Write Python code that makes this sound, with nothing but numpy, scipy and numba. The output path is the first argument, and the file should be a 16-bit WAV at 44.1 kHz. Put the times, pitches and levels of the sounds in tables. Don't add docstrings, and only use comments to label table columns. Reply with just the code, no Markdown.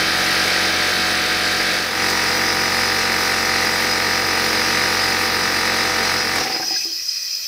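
import sys
import numpy as np
from scipy import signal
from scipy.fft import rfft, irfft, next_fast_len
from scipy.io import wavfile
from scipy.ndimage import uniform_filter1d
from numba import njit

SR = 44100
rng = np.random.default_rng(int(sys.argv[2]) if len(sys.argv) > 2 else 0)


def makeup_ratio(level_db):
    decades = np.asarray(level_db, float) / 20
    return 10 ** decades


def file_out(sig):
    cols = np.atleast_2d(sig).T
    lim = np.clip(cols, -1, 1)
    pcm = np.round(lim * 32767).astype(np.int16)
    wavfile.write(sys.argv[1], SR, pcm)


N = 329427
T = np.arange(N) / SR

# [order/crank speed, level/dB]
ORDERS_PART = [(1, -10.0), (2, -5.0), (3, -20.0), (4, -4.0), (5, -7.5), (6, -15.5), (7, -1.0), (8, -20.5),
               (9, -9.0), (10, -7.0), (11, -3.0), (12, -17.0), (13, -5.0), (14, -9.5), (15, -9.5), (16, 1.0),
               (17, -10.5), (18, -8.5), (19, -9.5), (20, -13.5), (21, -13.5), (22, -8.0), (23, -14.5),
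               (24, -12.0), (25, -13.0), (26, -3.0), (27, -2.0), (28, -3.0), (29, -2.5),
               (30, -3.5), (31, -7.5), (32, -2.5), (33, -23.0), (34, 1.5), (35, 0.5), (36, -1.0), (37, -6.5),
             (38, -1.0), (39, -9.0), (40, -3.5), (41, 0.0), (42, -4.5), (43, -3.0), (44, -10.5), (45, -7.5),
             (46, -19.5), (47, -12.0), (48, 0.0), (49, -6.0), (50, -2.0), (51, -17.0), (52, -5.5),
             (53, -12.0), (54, -8.0), (55, -6.0), (56, -9.0), (57, -3.5), (58, -17.5)]
ORDERS_FULL = [(1, -8.0), (2, -1.5), (3, -8.5), (4, -5.0), (5, -0.5), (6, -23.5), (7, 0.0), (8, -7.0),
               (9, -5.0), (10, -1.5), (11, 2.0), (12, -8.0), (13, -13.5), (14, -9.0), (15, -3.0),
               (16, -23.5), (17, 4.0), (18, -14.0), (19, -0.5), (20, -8.5), (21, 1.0), (22, -3.5),
               (23, -13.0), (24, -12.5), (25, -5.5), (26, 1.0), (27, 1.5), (28, 3.0), (29, -1.5),
               (30, -2.5), (31, -5.0), (32, 0.0), (33, 0.5), (34, -3.5), (35, -1.0), (36, -0.5), (37, -2.5),
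             (38, -1.0), (39, 2.0), (40, 4.5), (41, -1.5), (42, 3.0), (43, 2.5), (44, -2.0), (45, 3.5),
             (46, -6.0), (47, -4.0), (48, -5.5), (49, -0.5), (50, -3.5), (51, -5.5), (52, -6.0), (53, -5.5),
             (54, -17.0), (55, -14.5), (56, -10.0), (57, -7.5), (58, -5.5)]
# [order/crank speed, level/dB]
WHINE_PART = [(60, -12.0), (63, -7.0), (64, -9.0), (65, -11.5), (66, -11.5), (68, -2.0), (69, -15.0),
              (73, -12.0), (75, -7.0), (78, -6.5), (79, -5.0), (83, -7.0), (84, -1.5), (85, -8.5),
              (86, -2.5), (87, -6.5), (92, -6.5), (96, 1.5), (106, 1.5), (107, -5.5)]
WHINE_FULL = [(59, -14.0), (60, -13.0), (61, -13.0), (64, -10.5), (65, -11.5), (66, -12.5), (67, -9.5),
              (70, -14.0), (72, -13.5), (75, -11.0), (77, -9.5), (80, -10.0), (83, -7.0), (87, -3.0),
              (93, -3.0), (103, -5.0), (105, -3.0), (106, -4.5), (107, 0.0), (109, -1.5)]
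# [f/Hz, density/dB per Hz]
ROAR_PART = [(18, -46), (30, -16), (92, -17), (137, -9), (173, -10.5), (325, -3.5), (676, -5.5),
             (732, -6.5), (1080, -11.5), (1600, 1), (3170, -5), (4950, -5.5), (7140, -17.5), (10300, -18),
             (15600, -26)]
ROAR_FULL = [(25, -27), (225, -6.5), (494, -3.5), (578, -8.5), (771, -7), (1060, -8.5), (1230, -8.5),
             (1880, -1.5), (2600, -3.5), (3250, -8), (4200, -6), (6950, -17), (10500, -18.5), (15600, -26)]
# [f/Hz, width/Hz, gain/dB]
SHROUD_DIP = (3080, 800, -5.5)
INTAKE_LIFT = (5500, 1470, 3.7)
# [start/s, end/s]
FADE_S = (1.74, 2.03)
# [t/s, low tank ring level/dB, high ring relative to low/dB]
KNOCKS = [(6.409, -26, 2), (6.452, -31, 8), (6.469, -35, 5), (6.499, -27.5, 4), (6.544, -27, 1),
          (6.562, -37, 11), (6.597, -25.5, 1.5), (6.630, -35, 5), (6.706, -28.5, 1.5), (6.732, -32, -10),
          (6.752, -40, 3), (6.853, -30, -15), (6.908, -38, -22)]
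# [f/Hz, level/dB, t60/s]
RINGS = [
    [(180, -16, 0.034), (250, -9, .03), (482, -6.5, 0.041)],
    [(334, -1.5, 0.34), (383, 5, 0.06)],
    [(762, 4.5, 0.13), (820, 5, 0.051)],
    [(1195, 10, 0.048)],
    [(1630, 4.5, 0.034), (1990, -8, 0.05)],
]
# [t/s, level/dB]
TICKS = [
    (6.627, -19),
    (6.761, -20.5),
]
# [t/s, level/dB, f/Hz]
CLICKS = [
    (2.1, -24, 5500),
    (6.358, -26, 7000),
]
# [f/Hz, width/Hz, level/dB]
FITTING = [(1980, 61, -17.5), (2510, 110, -12), (3190, 68, -16.5), (4375, 170, -9), (4750, 130, -5),
           (5019, 85, 2.5), (5180, 110, -2), (5570, 220, -4.5), (5930, 78, -6.5)]
# [f/Hz, width/Hz, level/dB]
JET = [(7100, 190, 0), (7940, 350, -5), (8300, 250, -6), (9020, 230, -9), (9800, 230, -7), (10600, 160, -6),
       (11300, 150, -1), (12100, 250, -5), (12660, 300, -1.5), (13500, 260, 2), (14200, 300, -12),
       (14530, 300, -1), (15300, 200, -4)]
# [f/Hz, density/dB per Hz]
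SKIRT = [(530, -67), (900, -39), (1980, -24), (2150, -26.5), (2510, -19), (3510, -21), (4730, -7.5),
         (5010, 5), (6800, -23), (8840, -35), (15000, -120)]
# [t/s, level/dB]
FLOW = [
    (0, -9.5),
    (1.85, -3),
    (2.1, 1),
    (6.3, 0.5),
    (6.47, 2.5),
    (6.65, 3),
    (7.47, 2.5),
]
# [f/Hz, density/dB per Hz]
GARAGE = [(15, -50), (25, -25), (85, -6), (227, -17), (485, -11), (564, -10), (690, -21), (1220, -7),
          (1400, -8), (1820, -3), (3080, -120)]
# [f/Hz, width/Hz, gain/dB]
MIC_DIPS = [(7180, 1130, -4.5), (8680, 560, -2.5), (11480, 1070, -12.5)]

PART_HZ, PART_SAG_HZ_PER_S, FULL_HZ, FULL_SAG_HZ_PER_S = 46.2, .055, 45.49, .045
OFF_S, COAST_S = 6.362, .22
SLAP_ORDER = 42
PART_DB, PART_DB_PER_S, FULL_DB = -21, -0.53, -22.5
SHADE_S, SHADE_DB = 6.17, -2.1
DYING_DB_PER_S2, DULLING_DB_PER_S, DULLEST_DB = -125, -21, -8
RISE_DB, RISE_S = 1, 0.025
THUMP_DB, FRAME_DB, VALVE_DB = 21, 3, -12
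THUMP_FOLLOWS, FRAME_FOLLOWS, VALVE_FOLLOWS = .95, 1.2, .7
JET_DB, WHISTLE_DB, WHISTLE_FOLLOWS, SPUTTER_DB = -41, -28.5, 1, 0.53
SURGE_S, SURGE_DB, SURGE_WIDTH_S = 6.75, 4, 0.042
GARAGE_DB, HUM_HZ, HUM_DB = -51.5, 570, -62
TOP_HZ = 15550


def compressor():
    since = coasting()
    part_hz = PART_HZ - PART_SAG_HZ_PER_S * T
    full_hz = (FULL_HZ - FULL_SAG_HZ_PER_S * (T - 2)) * np.exp(-since / COAST_S)
    part = pump(part_hz, ORDERS_PART, WHINE_PART, ROAR_PART,
                line_db=-11.0, spread=1.2, puff=0.26, treble_db=0.46, until_s=2.1)
    dulling_db = np.maximum(DULLING_DB_PER_S * since, DULLEST_DB)
    full = pump(full_hz, ORDERS_FULL, WHINE_FULL, ROAR_FULL,
                line_db=-12.0, spread=0.64, puff=0.24, treble_db=dulling_db, until_s=7)
    share = np.interp(T, FADE_S, (0, 1))
    shade_times_s = (SHADE_S - .02, SHADE_S + .02, OFF_S - .03, OFF_S)
    shade_db = SHADE_DB * np.interp(T, shade_times_s, (0, 1, 1, 0))
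    rise_db = RISE_DB * (1 - np.exp(-since / RISE_S))
    full_db = FULL_DB + shade_db + DYING_DB_PER_S2 * since ** 2 + rise_db
    return (1 - share) * makeup_ratio(PART_DB + PART_DB_PER_S * T) * part + share * makeup_ratio(full_db) * full


def coasting():
    return np.maximum(T - OFF_S, 0)


def pump(hz, orders, whine, roar, line_db, spread, puff, treble_db, until_s):
    turns = np.cumsum(hz) / SR
    spin = makeup_ratio(75 * np.log10(hz / hz[0]))
    live = turns[:int(until_s * SR)]
    slip = 0.00093 * walk(40, size=len(live))
    tones = np.zeros(N)
    tones[:len(live)] = lines(orders, live + slip, wobble=0.29, jitter=0.27, spread=spread, smear=0.18, lag=9)
    tones[:len(live)] += lines(whine, live, wobble=.5, jitter=.45, spread=0, smear=0, lag=0)
    noise, centres = bands(roar, count=10)
    noise[0] *= spin
    swell, rush = walk(3.05), walk(16)
    air = 0
    for band, centre in zip(noise, centres):
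        is_treble = centre > 3000
        depth = puff * min(1., (3500 / centre) ** 0.41)
        offset = 0.46 * rng.standard_normal() * is_treble
        gate = 1 + depth * np.cos(2 * np.pi * (turns + offset))
        tilt_db = treble_db * np.clip(np.log2(centre / 1900), 0, 3.0)
        flutter_db = 0.48 * swell + 0.71 * walk(14) + 0.22 * is_treble * rush
        air = air + band * gate * makeup_ratio(flutter_db + tilt_db)
    for band_hz, width_hz, db in (SHROUD_DIP, INTAKE_LIFT):
        air = air - (1 - makeup_ratio(db)) * resonate(air, band_hz, width_hz)
    return spin * makeup_ratio(line_db) * tones + air


def lines(table, turns, wobble, jitter, spread, smear, lag):
    rows = np.array(table, float)
    order, step = np.round(rows[:, :1]), SR // 50
    chance = rng.standard_normal((2, len(rows), N // step + 2))
    size = makeup_ratio(rows[:, 1:2]) * (1 + wobble * uniform_filter1d(chance[0], size=7))
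    slap = (order > 14) & (order < 50)
    slap_spread = spread * (0.71 + 2.78 * abs(np.log2(order / SLAP_ORDER)))
    start = rng.standard_normal(order.shape) * np.where(slap, slap_spread, 10)
    start += np.cumsum(smear * rng.standard_normal(order.shape), axis=0)
    start -= lag * np.log(order)
    shift = start + jitter * uniform_filter1d(chance[1], size=4)
    return sines(order[:, 0].copy(), turns, size, shift, step)


@njit
def sines(orders, turns, size, shift, step):
    out = np.zeros(len(turns))
    for k in range(len(orders)):
        for j in range(len(turns) // step):
            swell = (size[k, j + 1] - size[k, j]) / step
            slide = (shift[k, j + 1] - shift[k, j]) / step
            for u in range(step):
                phase = 2 * np.pi * orders[k] * turns[j * step + u] + shift[k, j] + u * slide
                out[j * step + u] += (size[k, j] + u * swell) * np.sin(phase)
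    return out


def knocks():
    out = np.zeros(N)
    thump, low, high, frame, valve = RINGS
    for (s, db, high_db), after in zip(KNOCKS, KNOCKS[1:] + [(9,)]):
        speed_db = -20 * np.log10(np.e) * (s - OFF_S) / COAST_S
        parts = ((thump, THUMP_DB + THUMP_FOLLOWS * speed_db),
                 (low, 0),
                 (high, high_db),
                 (frame, FRAME_DB + FRAME_FOLLOWS * speed_db),
                 (valve, VALVE_DB + VALVE_FOLLOWS * speed_db))
        for modes, over_db in parts:
            add(out, s, db + over_db - 2.5, modes, after[0])
    for s, db in TICKS:
        add(out, s, db - 2.0, valve, N / SR)
    return out


def add(out, s, db, modes, choked_s):
    t, at = T[:SR // 2], int(s * SR)
    attack = 1 - np.exp(-t / 0.0021)
    choke = np.exp(-np.maximum(t - choked_s + s, 0) / 0.011)
    for hz, mode_db, t60 in modes:
        struck_hz = hz * (1 + 0.013 * rng.standard_normal())
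        ring = np.sin(2 * np.pi * struck_hz * t) * np.exp(-np.log(1000) * t / t60)
        out[at:at + len(t)] += makeup_ratio(db + mode_db) * (ring * attack * choke)[:N - at]


def leak():
    whistle = hiss(FITTING, flutter_db=2.8, widen=2.17) + makeup_ratio(-5.5) * bands(SKIRT, count=2)[0].sum(0)
    jet = hiss(JET, flutter_db=1.8, widen=2.9) * makeup_ratio(0.71 * walk(15))
    full, flow_db = np.interp(T, FADE_S, (0, 1)), curve(FLOW)
    whistle_db = WHISTLE_DB + WHISTLE_FOLLOWS * flow_db + SPUTTER_DB * walk(25)
    whistle_db += SURGE_DB * np.exp(-((T - SURGE_S) / SURGE_WIDTH_S) ** 2 / 2)
    return full * makeup_ratio(whistle_db) * whistle + makeup_ratio(JET_DB + flow_db) * jet


def hiss(modes, flutter_db, widen):
    white = rng.standard_normal(N)
    total = 0
    for hz, width_hz, db in modes:
        once = resonate(white, hz, widen * width_hz)
        twice = resonate(once, hz, widen * width_hz)
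        total = total + makeup_ratio(db + flutter_db * walk(26)) * twice
    return level(total, 0)


def clicks():
    out, t = np.zeros(N), T[:SR // 20]
    for s, db, hz in CLICKS:
        at = int(s * SR)
        burst = rng.standard_normal(len(t)) * np.exp(-t / 0.005)
        snap = resonate(burst, hz, 0.39 * hz)
        out[at:at + len(t)] += makeup_ratio(db) * snap / snap[:SR // 200].std()
    return out


def room(x, t60):
    t = T[:int(t60 * SR)]
    tail = rng.standard_normal(len(t)) * np.exp(-np.log(1000) * t / t60) * (t > .003)
    return signal.fftconvolve(x, tail / np.sqrt(np.sum(tail ** 2)))[:N]


def shimmer(x, patchy_db, from_hz):
    f, _, z = signal.stft(x, SR, nperseg=1024)
    patch = uniform_filter1d(rng.standard_normal(z.shape), size=2, axis=0)
    patch = uniform_filter1d(patch, size=4, axis=1)
    depth_db = patchy_db * np.clip(np.log2(f / from_hz + 1e-9), 0, 1)[:, None]
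    return signal.istft(z * makeup_ratio(depth_db * patch / patch.std()), SR, nperseg=1024)[1][:N]


def garage():
    hum = makeup_ratio(HUM_DB + 2.2 * walk(6)) * np.sin(2 * np.pi * HUM_HZ * T + .3 * walk(5.1))
    return level(bands(GARAGE, count=2)[0].sum(0), GARAGE_DB) + hum


def level(x, db):
    return x * makeup_ratio(db) / np.sqrt(np.mean(x ** 2))


def curve(table, col=1):
    rows = np.array(table)
    return np.interp(T, rows[:, 0], rows[:, col])


def walk(rate, size=N):
    knots = np.repeat(rng.standard_normal(int(N / SR * rate) + 3), 4)
    knots = uniform_filter1d(knots, 5)
    return 1.2 * np.interp(T[:size] * rate * 4, np.arange(len(knots)), knots)


def bands(table, count=10):
    size = next_fast_len(N)
    octave = np.log2(np.arange(1, size // 2 + 2) * SR / size)
    rows = np.array(table)
    shape_db = np.interp(octave, np.log2(rows[:, 0]), rows[:, 1])
    full = rfft(rng.standard_normal(size)) * makeup_ratio(shape_db)
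    centres = np.linspace(np.log2(60), np.log2(14000), count)
    out = np.array([irfft(full * np.interp(octave, centres, row), size)[:N] for row in np.eye(count)])
    return out / out.sum(0).std(), 2 ** centres


def resonate(x, hz, width_hz):
    return signal.lfilter(*signal.iirpeak(hz, hz / width_hz, fs=SR), x)


def scene():
    hits = knocks()
    mid = compressor() + hits + makeup_ratio(-8.5) * room(hits, t60=0.5) + clicks() + leak() + garage()
    mid = shimmer(mid, patchy_db=2.5, from_hz=3970)
    side = np.roll(mid, SR // 300) * walk(60)
    treble = signal.sosfilt(signal.butter(2, 7000, "high", fs=SR, output="sos"), side)
    side = makeup_ratio(-21) * side + makeup_ratio(-21) * treble
    return np.array([mid + side, mid - side])


def roll_off(x):
    return signal.sosfilt(signal.butter(12, 15800, fs=SR, output="sos"), x)


def record(dry):
    for hz, width_hz, db in MIC_DIPS:
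        dry = dry - (1 - makeup_ratio(db)) * resonate(dry, hz, width_hz)
    dry = signal.sosfilt(signal.butter(1, 40, "high", fs=SR, output="sos"), dry)
    dry = signal.sosfilt(signal.ellip(10, .2, 80, TOP_HZ, fs=SR, output="sos"), dry)
    return roll_off(dry)


dry = scene()
out = record(dry)
file_out(out)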